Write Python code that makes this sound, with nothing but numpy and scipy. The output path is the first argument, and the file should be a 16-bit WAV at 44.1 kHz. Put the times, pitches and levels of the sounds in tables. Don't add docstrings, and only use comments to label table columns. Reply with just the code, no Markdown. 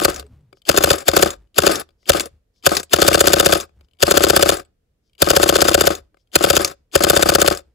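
import sys
import numpy as np
from scipy import signal
from scipy.fft import rfft, irfft, next_fast_len
from scipy.io import wavfile
from scipy.ndimage import map_coordinates

SR = 44100
rng = np.random.default_rng(int(sys.argv[2]) if len(sys.argv) > 2 else 0)


def generate_wav(sig):
    pcm = np.round(np.clip(np.atleast_2d(sig).T, -1, 1) * 32767).astype(np.int16)
    wavfile.write(sys.argv[1], SR, pcm)


def elevation(decibels):
    levels = np.asarray(decibels, float)
    return 10 ** (levels / 20)


N = 341525

# first slam t/s, last return t/s, slam level/dB, return level/dB, switch level/dB
BURSTS = [(-.0965, .0822, -6.5, -6.5, -45), (0.6898, 0.9372, -5, -7.5, -31.5),
          (1.0808, 1.2603, -4.5, -5.5, -45.5), (1.5818, 1.695, -4.5, -3.5, -36.5),
          (2.094, 2.152, -5.5, -5.5, -35), (2.663, 2.711, -4.5, -5.5, -40.5),
          (2.9330, 3.5562, -4.5, -5, -43), (4.0255, 4.5217, -5, -4.5, -44),
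          (5.2184, 5.905, -5.5, -5, -38.5), (6.3545, 6.597, -5.5, -6.5, -45.5),
          (6.9527, 7.5113, -5.5, -4.5, -45.5)]
# f/Hz, width f/Hz, level/dB
SHELL_MODES = [(44.7, 13, -14), (77, 8, -8.5), (135, 37, -10.5), (191, 120, -11), (379.7, 93, 0.2),
               (554, 33, 3.3), (732, 110, 0.57), (812, 340, -26.5), (1020, 190, -9.5), (1268, 110, -2),
               (1518, 180, -5.5)]
# f/Hz, width f/Hz, level/dB
PART_MODES = [(2100, 890, -18), (2650, 840, -2.5), (3627, 240, 1), (4233, 280, -3), (4963, 370, 0),
              (6000, 260, -6.5), (7040, 620, -6.5), (7900, 210, -4), (9500, 490, -10), (11150, 240, -7),
              (12700, 1500, -13), (14960, 1600, -20.5)]


def unit(x):
    return x / np.sqrt(np.mean(x ** 2) + 1e-20)


def along(points, hz):
    f, value = np.transpose(points)
    return np.interp(np.log(hz + 1), np.log(f + 1), value)


def filtered(x, response):
    size = next_fast_len(N + SR // 2)
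    hz = np.fft.rfftfreq(size, 1 / SR)
    return irfft(rfft(x, size) * response(hz), size)[..., :N]


def ring(force, modes):
    f = np.fft.rfftfreq(32768, 1 / SR)
    early = 2048
    body = 0
    for k, (center, width, db) in enumerate(modes):
        mode = 1j * f * width / (center * center - f * f + 1j * f * width)
        body = body + (-1) ** k * elevation(db) * mode
    return signal.fftconvolve(force, np.roll(irfft(body), early))[early:][:N]


def add(track, s, sound):
    start = round(s * SR)
    sound = sound[max(-start, 0):]
    part = track[max(start, 0):][:len(sound)]
    part += sound[:len(part)]


def grit(count, spiky_db):
    return unit(rng.standard_normal(count) * elevation(spiky_db * rng.exponential(size=count)))


def clumps(count, rate, depth_db):
    knots = np.clip(rng.standard_normal(int(count * rate / SR) + 4), -2, 1.6)
    return elevation(depth_db * map_coordinates(knots, [np.arange(count) * rate / SR]))


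def push(t, width):
    return np.exp(-((t - 2 * width) / width) ** 2)


def click(t, hz, t60, drift):
    tone = np.sin(2 * np.pi * hz * t + np.cumsum(rng.normal(0, drift, len(t))))
    return elevation(-60 * t / t60) * (1 - np.exp(-t / 0.00013)) * tone


def returns():
    cycle_s = .0633
    first_hold_s = .0545
    limp_s = .001
    limp_slam_db, limp_return_db = 0.8, -1
    tires_db_per_s = -2.5
    rows = []
    for first, last, slam_db, home_db, _ in BURSTS:
        gaps = round((last - first - first_hold_s) / cycle_s)
        early = np.arange(gaps + 1) % 2
        steady = np.linspace(first + first_hold_s, last + 2 * limp_s * early[-1], gaps + 1)
        for k, s in enumerate(steady - 2 * limp_s * early):
            tired_db = tires_db_per_s * (s - (first + last) / 2)
            limp = early[k] - .5
            db = home_db + tired_db + limp_return_db * limp
            next_db = slam_db + tired_db + limp_slam_db * limp if k < gaps else None
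            rows.append((s, db, next_db, early[k]))
    return rows


def slams():
    first_db, first_chatter_s = 1.5, 0.01
    flight_s, limp_flight_s = .0292, 0.00034
    chatter_s, limp_chatter_s = .0135, 0.0093
    rows = [(first, db + first_db, first_chatter_s) for first, _, db, *_ in BURSTS]
    for s, _, db, early in returns():
        if db is not None:
            length = limp_chatter_s if early else chatter_s
            rows.append((s + flight_s + limp_flight_s * early, db, length))
    return rows


def room_air():
    # f/Hz, level/dB per Hz
    air_curve = [
        (15, -31.5),
        (25, 5),
        (55, 3.5),
        (394, -18),
        (427, -10.5),
        (887, -31),
        (1650, -31.5),
        (16000, -43.5),
    ]
    apart = lambda f: np.clip(f / 700, .15, 1)
    shape = lambda f: elevation(along(air_curve, f)) * [np.ones_like(f), apart(f)]
    mid, side = filtered(rng.standard_normal((2, N)), shape)
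    return elevation(-67.5) * np.array([mid + side, mid - side]) / np.std(mid)


def grip():
    # t/s, level/dB, f/Hz, half length t/s
    grip_shifts = [(0.178, -35.5, 69, 0.092), (.33, -44.5, 111.5, 0.03), (0.355, -45.5, 71.2, 0.053),
                   (.31, -52, 251, .025), (0.25, -45, 426, 0.021), (.38, -52, 153.5, 0.076),
                   (.46, -54.5, 124.4, 0.079), (0.545, -52, 390, 0.012), (1.403, -45, 50, 0.056),
                   (1.916, -58, 50.2, 0.06), (2.266, -32, 467, 0.0065), (2.338, -50, 60.4, 0.05),
                   (3.797, -47, 72.9, 0.058), (3.944, -63, 70, 0.042), (6.019, -48, 69.6, .05),
                   (6.135, -66, 300, 0.012), (6.799, -58, 70, 0.05), (7.671, -53, 59.4, 0.056)]
    out, t = np.zeros(N), np.arange(-6000, 6000) / SR
    for s, db, hz, half in grip_shifts:
        drift = np.cumsum(rng.normal(0, .04, len(t)))
        add(out, s + t[0], elevation(db) * np.exp(-(t / half) ** 2) * np.sin(2 * np.pi * hz * t + drift))
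    return out


def background():
    return room_air() + grip() * elevation([[.4], [-.4]])


def rubs():
    # t/s, level/dB, half length t/s
    finger_slides = [
        (0.576, -64, .02),
        (2.035, -65.5, 0.037),
        (2.58, -65, .03),
        (3.847, -70, .012),
        (5.071, -73, .035),
        (6.205, -70, 0.026),
    ]
    force, t = np.zeros(N), np.arange(-3000, 3000) / SR
    for s, db, half in finger_slides:
        swell = np.exp(-(t / half) ** 2)
        add(force, s + t[0], elevation(db + 11) * swell * grit(len(t), spiky_db=1.5))
    return ring(force, [(3200, 500, -6), (5100, 840, 0.0)])


def ticks():
    # t/s, level/dB, f/Hz, knock share level/dB
    finger_ticks = [(0.2266, -40.5, 2690, 10), (0.2652, -49.5, 8100, 4), (0.408, -65.5, 7700, 3),
                    (0.5284, -37.5, 2310, 5), (0.571, -51.5, 3030, 5.5), (0.619, -42, 3095, -21.5),
                    (1.4724, -62, 2920, -2.5), (1.89, -47, 3450, 2.5), (1.906, -53, 4740, -2),
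                    (2.0295, -51.5, 2000.0, 0), (2.5612, -58, 5100.0, -10), (3.6932, -54, 2485, 8),
                    (3.8096, -45, 2390, 1), (3.8463, -59.5, 3020, 1.5), (3.8852, -57, 3023, -1.5),
                    (3.9119, -53.5, 3070, -18.5), (3.9344, -50, 3030, -12), (3.9496, -61, 2250, -21.5),
                    (3.9706, -61, 2250, -11.5), (4.6497, -47.5, 7880, -9), (4.6577, -57.5, 7900.0, -1.0),
                    (5.0966, -59.5, 3094, -15), (5.1327, -53, 3200.0, -26), (5.1514, -48.5, 2940, -14),
                    (6.1445, -56, 1533, 13.5), (6.1706, -50, 2100.0, 4), (6.1988, -63, 3200.0, -11.5),
                    (6.2734, -57, 3200.0, -12.5)]
    # f/Hz, width f/Hz, level/dB
    switch_modes = [
        (2250, 130, 2.5),
        (3200, 1200, -1),
        (4900, 250, 1),
        (7500, 2200, -14.5),
    ]
    switch_lead_s, switch_hz, switch_knock_db = .0372, 3150, -17.5
    closings = [(s - switch_lead_s, db, switch_hz, switch_knock_db) for s, *_, db in BURSTS]
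    tone, force, knock, t = np.zeros(N), np.zeros(N), np.zeros(N), np.arange(1500) / SR
    for s, db, hz, knock_db in finger_ticks + closings:
        start = s - .0005
        contact = elevation(-60 * t / 0.019) * (1 - np.exp(-t * 4000))
        add(tone, start, elevation(db - 4) * click(t, hz, t60=.03, drift=.05))
        add(force, start, elevation(db + 7.0) * contact * grit(len(t), spiky_db=2.0))
        add(knock, start, elevation(db + knock_db + 15.5) * push(t, width=0.000087))
    return tone + ring(force, switch_modes) + ring(knock, SHELL_MODES)


def settling(time):
    # length t/s, first level/dB, last level/dB
    buzz_slopes = [(.11, -34, -37.5), (0.073, -39.5, -33), (.065, -38.5, -35), (0.11, -19.5, -31.5),
                   (0.1, -24, -38.5), (.08, -26, -28.5), (0.067, -39, -33.5), (0.071, -34.5, -35.5),
                   (.067, -40, -37.5), (0.11, -24.5, -36.5), (0.069, -37, -38.5)]
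    wait_s, rest_s, rest_db = .0095, .031, -60
    level = 0
    for (_, last, *_), (length, first_db, last_db) in zip(BURSTS, buzz_slopes):
        since = time - last - wait_s
        corners_s, corners_db = [0, length, length + rest_s], [first_db, last_db, rest_db]
        level = level + elevation(np.interp(since, corners_s, corners_db, left=-200, right=-200))
    return level


def scrape():
    buzz = unit(clumps(N, rate=200, depth_db=2.5) * grit(N, spiky_db=2))
    force = settling(np.arange(N) / SR) * buzz
    return elevation(7.0) * ring(force, PART_MODES) + elevation(19.0) * ring(force, SHELL_MODES)


def shaken():
    # t/s from slam, level/dB under it, scatter level/dB
    guide_clip = (-.0118, -8, 2.5)
    guide_pitches = [2570, 3300, 4800, 7100, 7800]
    # t/s from that return, level/dB under it, f/Hz, scatter level/dB
    spring_ping = (0.02, -12, 11198, 2)
    # t/s from slam, level/dB under it, f/Hz
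    seat_drop = (.035, -25, 4600)
    # t/s from slam, level/dB under it, f/Hz, scatter level/dB
    coil_jiggle = (-0.0032, -8, 8200.5, 2)
    guide_s, guide_db, guide_scatter_db = guide_clip
    ping_s, ping_db, ping_hz, ping_scatter_db = spring_ping
    seat_s, seat_db, seat_hz = seat_drop
    jiggle_s, jiggle_db, jiggle_hz, jiggle_scatter_db = coil_jiggle

    strokes = slams()
    opening, later = strokes[:len(BURSTS)], strokes[len(BURSTS):]
    luck = rng.standard_normal((len(later), 4))
    pick = rng.choice(guide_pitches, len(later))
    rows = [(s + seat_s, db + seat_db, seat_hz) for s, db, _ in opening]
    for (s, db, _), (a, b, c, d), hz in zip(later, luck, pick):
        rows.append((s + guide_s + .0015 * a, db + guide_db + guide_scatter_db * b, hz))
        rows.append((s + jiggle_s + .003 * c, db + jiggle_db + jiggle_scatter_db * d, jiggle_hz))
    for s, db, _, early in returns():
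        if early:
            a, b = rng.standard_normal(2)
            rows.append((s + ping_s, db + ping_db + ping_scatter_db * a, ping_hz * (1 + .08 * b)))
    return rows


def rattles():
    # t/s, level/dB, f/Hz
    tumbles = [(0.1018, -20, 2480), (0.144, -23.5, 6540), (0.1624, -20.5, 5880), (.197, -24.5, 4620),
               (0.9848, -18.5, 7800), (1.0064, -25.5, 7800), (1.3053, -18, 6580), (1.7183, -15.5, 8130),
               (1.7568, -12, 6120), (1.798, -19.5, 10650), (2.1693, -13.5, 3300), (2.1791, -22, 2440),
               (2.198, -7.5, 2390), (2.2066, -9, 7900), (2.2576, -24.5, 9650), (2.752, -13.5, 7800),
               (2.769, -3, 4800), (2.7991, -18.5, 6600), (2.8315, -23.5, 7900), (3.5708, -19.5, 7900),
               (3.6012, -17.5, 7800), (3.6088, -18.5, 6480), (4.5697, -19.5, 7690), (5.9256, -23.5, 4163),
               (5.9519, -20.5, 6530), (6.626, -21.5, 8910), (6.6475, -4, 5930), (6.678, -20, 6650),
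               (7.5498, -22.5, 7630), (7.5741, -21.5, 7800)]
    tone, force, t = np.zeros(N), np.zeros(N), np.arange(1500) / SR
    for s, db, hz in tumbles + shaken():
        add(tone, s - .001, elevation(db - 4.0) * click(t, hz, t60=0.05, drift=0.45))
        add(force, s - .001, elevation(db + 7.0) * elevation(-60 * t / 0.019) * grit(len(t), spiky_db=1.5))
    return tone + ring(force, PART_MODES) + elevation(1.5) * ring(force, SHELL_MODES)


def core():
    # f/Hz, width f/Hz, level/dB
    steel_modes = [
        (7230, 1000, -0.5),
        (9800, 890, -3),
        (11400, 2300, -4.5),
        (12760, 250, 1),
        (14500, 1200, -5.5),
    ]
    force, t = np.zeros(N), np.arange(400) / SR
    snap = push(t, width=.0012)
    for s, db, _ in slams():
        add(force, s + .0004, elevation(db + 6 + rng.normal(0, 2.2)) * snap * grit(len(t), spiky_db=5.5))
    return ring(force, steel_modes)


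def thud():
    out, t = np.zeros(N), np.arange(1500) / SR
    glide_hz = 310 + 440 * np.exp(-t / 0.006)
    swell = elevation(-60 * t / 0.033) * (1 - np.exp(-t / 0.002))
    wave = np.sin(2 * np.pi * np.cumsum(glide_hz) / SR) * swell
    for s, db, *_ in returns():
        add(out, s - .001, elevation(db - 2.2) * wave)
    for s, db, _ in slams():
        add(out, s + .0035, -elevation(db + 1.5) * wave)
    return out


def add_slam(crack, knock, s, db, length, habit):
    t = np.arange(len(habit)) / SR
    knock_lag_s = .0012
    stop = elevation(-60 * np.clip(t - length, 0, None) / .016)
    bounce = .42 * np.exp(-((t - length + .0015) / .002) ** 2)
    chatter = (elevation(-60 * t / 0.044) + bounce) * stop * (1 - np.exp(-t * 2500))
    wake = np.clip(t / .028, 0, 1) ** 3
    held = elevation(-16.5 - 60 * t / 0.25) * wake * clumps(len(t), rate=230, depth_db=7.0)
    add(crack, s - .0005, elevation(db + 10.8) * (chatter + held) * grit(len(t), spiky_db=2.2))

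    blows = 3 * push(t - .002, width=0.00017) - 0.42 * push(t - .005, width=0.0005)
    shake = .8 * habit + .6 * grit(len(t), spiky_db=3)
    tremor = (3.09 * elevation(-60 * t / 0.074) * stop + 3 * held) * shake
    add(knock, s + knock_lag_s, elevation(db + 7) * (blows + tremor))

    gain_speed = elevation(-900 * t[1649::-1]) * (1 - elevation(-600 * t[:1650]))
    run_up = gain_speed * clumps(1650, rate=360, depth_db=3.0)
    start = s - len(run_up) / SR
    add(crack, start, elevation(db - 3.5) * run_up * grit(len(run_up), spiky_db=3))
    add(knock, start, elevation(db + 0.5) * run_up * grit(len(run_up), spiky_db=3.5))


def add_return(crack, knock, s, db, habit):
    t = np.arange(len(habit)) / SR
    fade = elevation(-60 * t / 0.28) * (1 - (t / t[-1]) ** 4)
    loose = 0.69 * elevation(-60 * t / 0.053) + 0.51 * fade * clumps(len(t), rate=460, depth_db=5.5)
    add(crack, s - .001, elevation(db - 9.0) * loose * grit(len(t), spiky_db=2))

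    blows = -push(t, width=0.00015) + .5 * push(t - .0018, width=0.0003)
    blows += 0.51 * push(t - .0072, width=0.00049) + 0.22 * push(t - .013, width=0.00052)
    shake = .85 * habit + .5 * grit(len(t), spiky_db=3)
    add(knock, s - .0015, elevation(db + 9) * (blows + .5 * fade * shake))


def plunger():
    crack, knock = np.zeros(N), np.zeros(N)
    out_habit, home_habit = grit(2600, spiky_db=2.0), grit(2600, spiky_db=4.0)
    for s, db, length in slams():
        add_slam(crack, knock, s, db, length, out_habit)
    for s, db, *_ in returns():
        add_return(crack, knock, s, db, home_habit)
    return ring(crack, PART_MODES) + ring(knock, SHELL_MODES)


def ports(x):
    # f/Hz, level/dB
    left_lean = [
        (60, 1),
        (200, 2),
        (500, 2.5),
        (750, 4),
        (1000, 2),
        (1300, 11),
        (2400, 13),
        (5000, 9),
        (6600, 0),
        (15000, -.5),
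    ]
    # f/Hz, angle/rad
    left_lead = [(0, 0), (80, 0), (180, .7), (400, .9), (600, 1.7), (700, 2.6), (1000, 3), (1150, 4.6),
                 (1700, 7), (2100, 6.3), (6800, 6.3), (9000, 3.2), (11000, 0), (16000, -6.9)]
    # f/Hz, level/dB
    smear_curve = [
        (60, -12),
        (150, -5),
        (300, -13),
        (700, -13),
        (1200, -3),
        (2500, -3),
        (6000, -6),
        (9000, -7),
    ]
    t = np.arange(400) / SR
    smear = rng.standard_normal(len(t)) * elevation(-60 * t / .011)
    smeared = signal.fftconvolve(x, smear / np.linalg.norm(smear))[:N]
    smeared = filtered(smeared, lambda f: elevation(along(smear_curve, f)))
    wander = map_coordinates(rng.standard_normal(900), [np.arange(N) * 90 / SR])
    lead = lambda f: np.exp(-1j * np.interp(f, *np.transpose(left_lead)))
    shadow = lambda f: elevation(-along(left_lean, f)) * lead(f)
    far = filtered(.85 * x + 1.3 * wander * smeared, shadow)
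    return np.array([x, far])


def room(x):
    # f/Hz, t/s
    decay_curve = [
        (200, .45),
        (700, .27),
        (1500, .29),
        (5000, .27),
        (8000, .22),
        (14000, .1),
    ]
    hz, t, z = signal.stft(rng.standard_normal((2, SR // 2)), SR, nperseg=256)
    fade = elevation(-60 * t / along(decay_curve, hz)[:, None])
    tail = signal.istft(z * fade, SR, nperseg=256)[1]
    late = np.pad(x, (300, 0))[None]
    return signal.fftconvolve(late, tail / np.linalg.norm(tail[0]), axes=1)[:, :N]


def scene():
    toy = rubs() + ticks() + scrape() + rattles() + core() + thud() + plunger()
    answer = elevation(-34) * room(toy)
    return background() + answer + ports(toy)


def low_pass(x):
    return signal.sosfilt(signal.butter(12, 16410, fs=SR, output="sos"), x)


def record(dry):
    top, hard = 1.12, 12
    low_hz, top_hz = 30, 15900
    flat = dry / (1 + np.abs(dry / top) ** hard) ** (1 / hard)
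    treble_edge = lambda f: np.cos(np.pi / 2 * np.clip((f - top_hz) / 500 + .8, 0, 1)) ** 2
    bass_edge = lambda f: 1j * f / (low_hz + 1j * f)
    return low_pass(filtered(flat, lambda f: treble_edge(f) * bass_edge(f)))


dry = scene()
out = record(dry)
generate_wav(out)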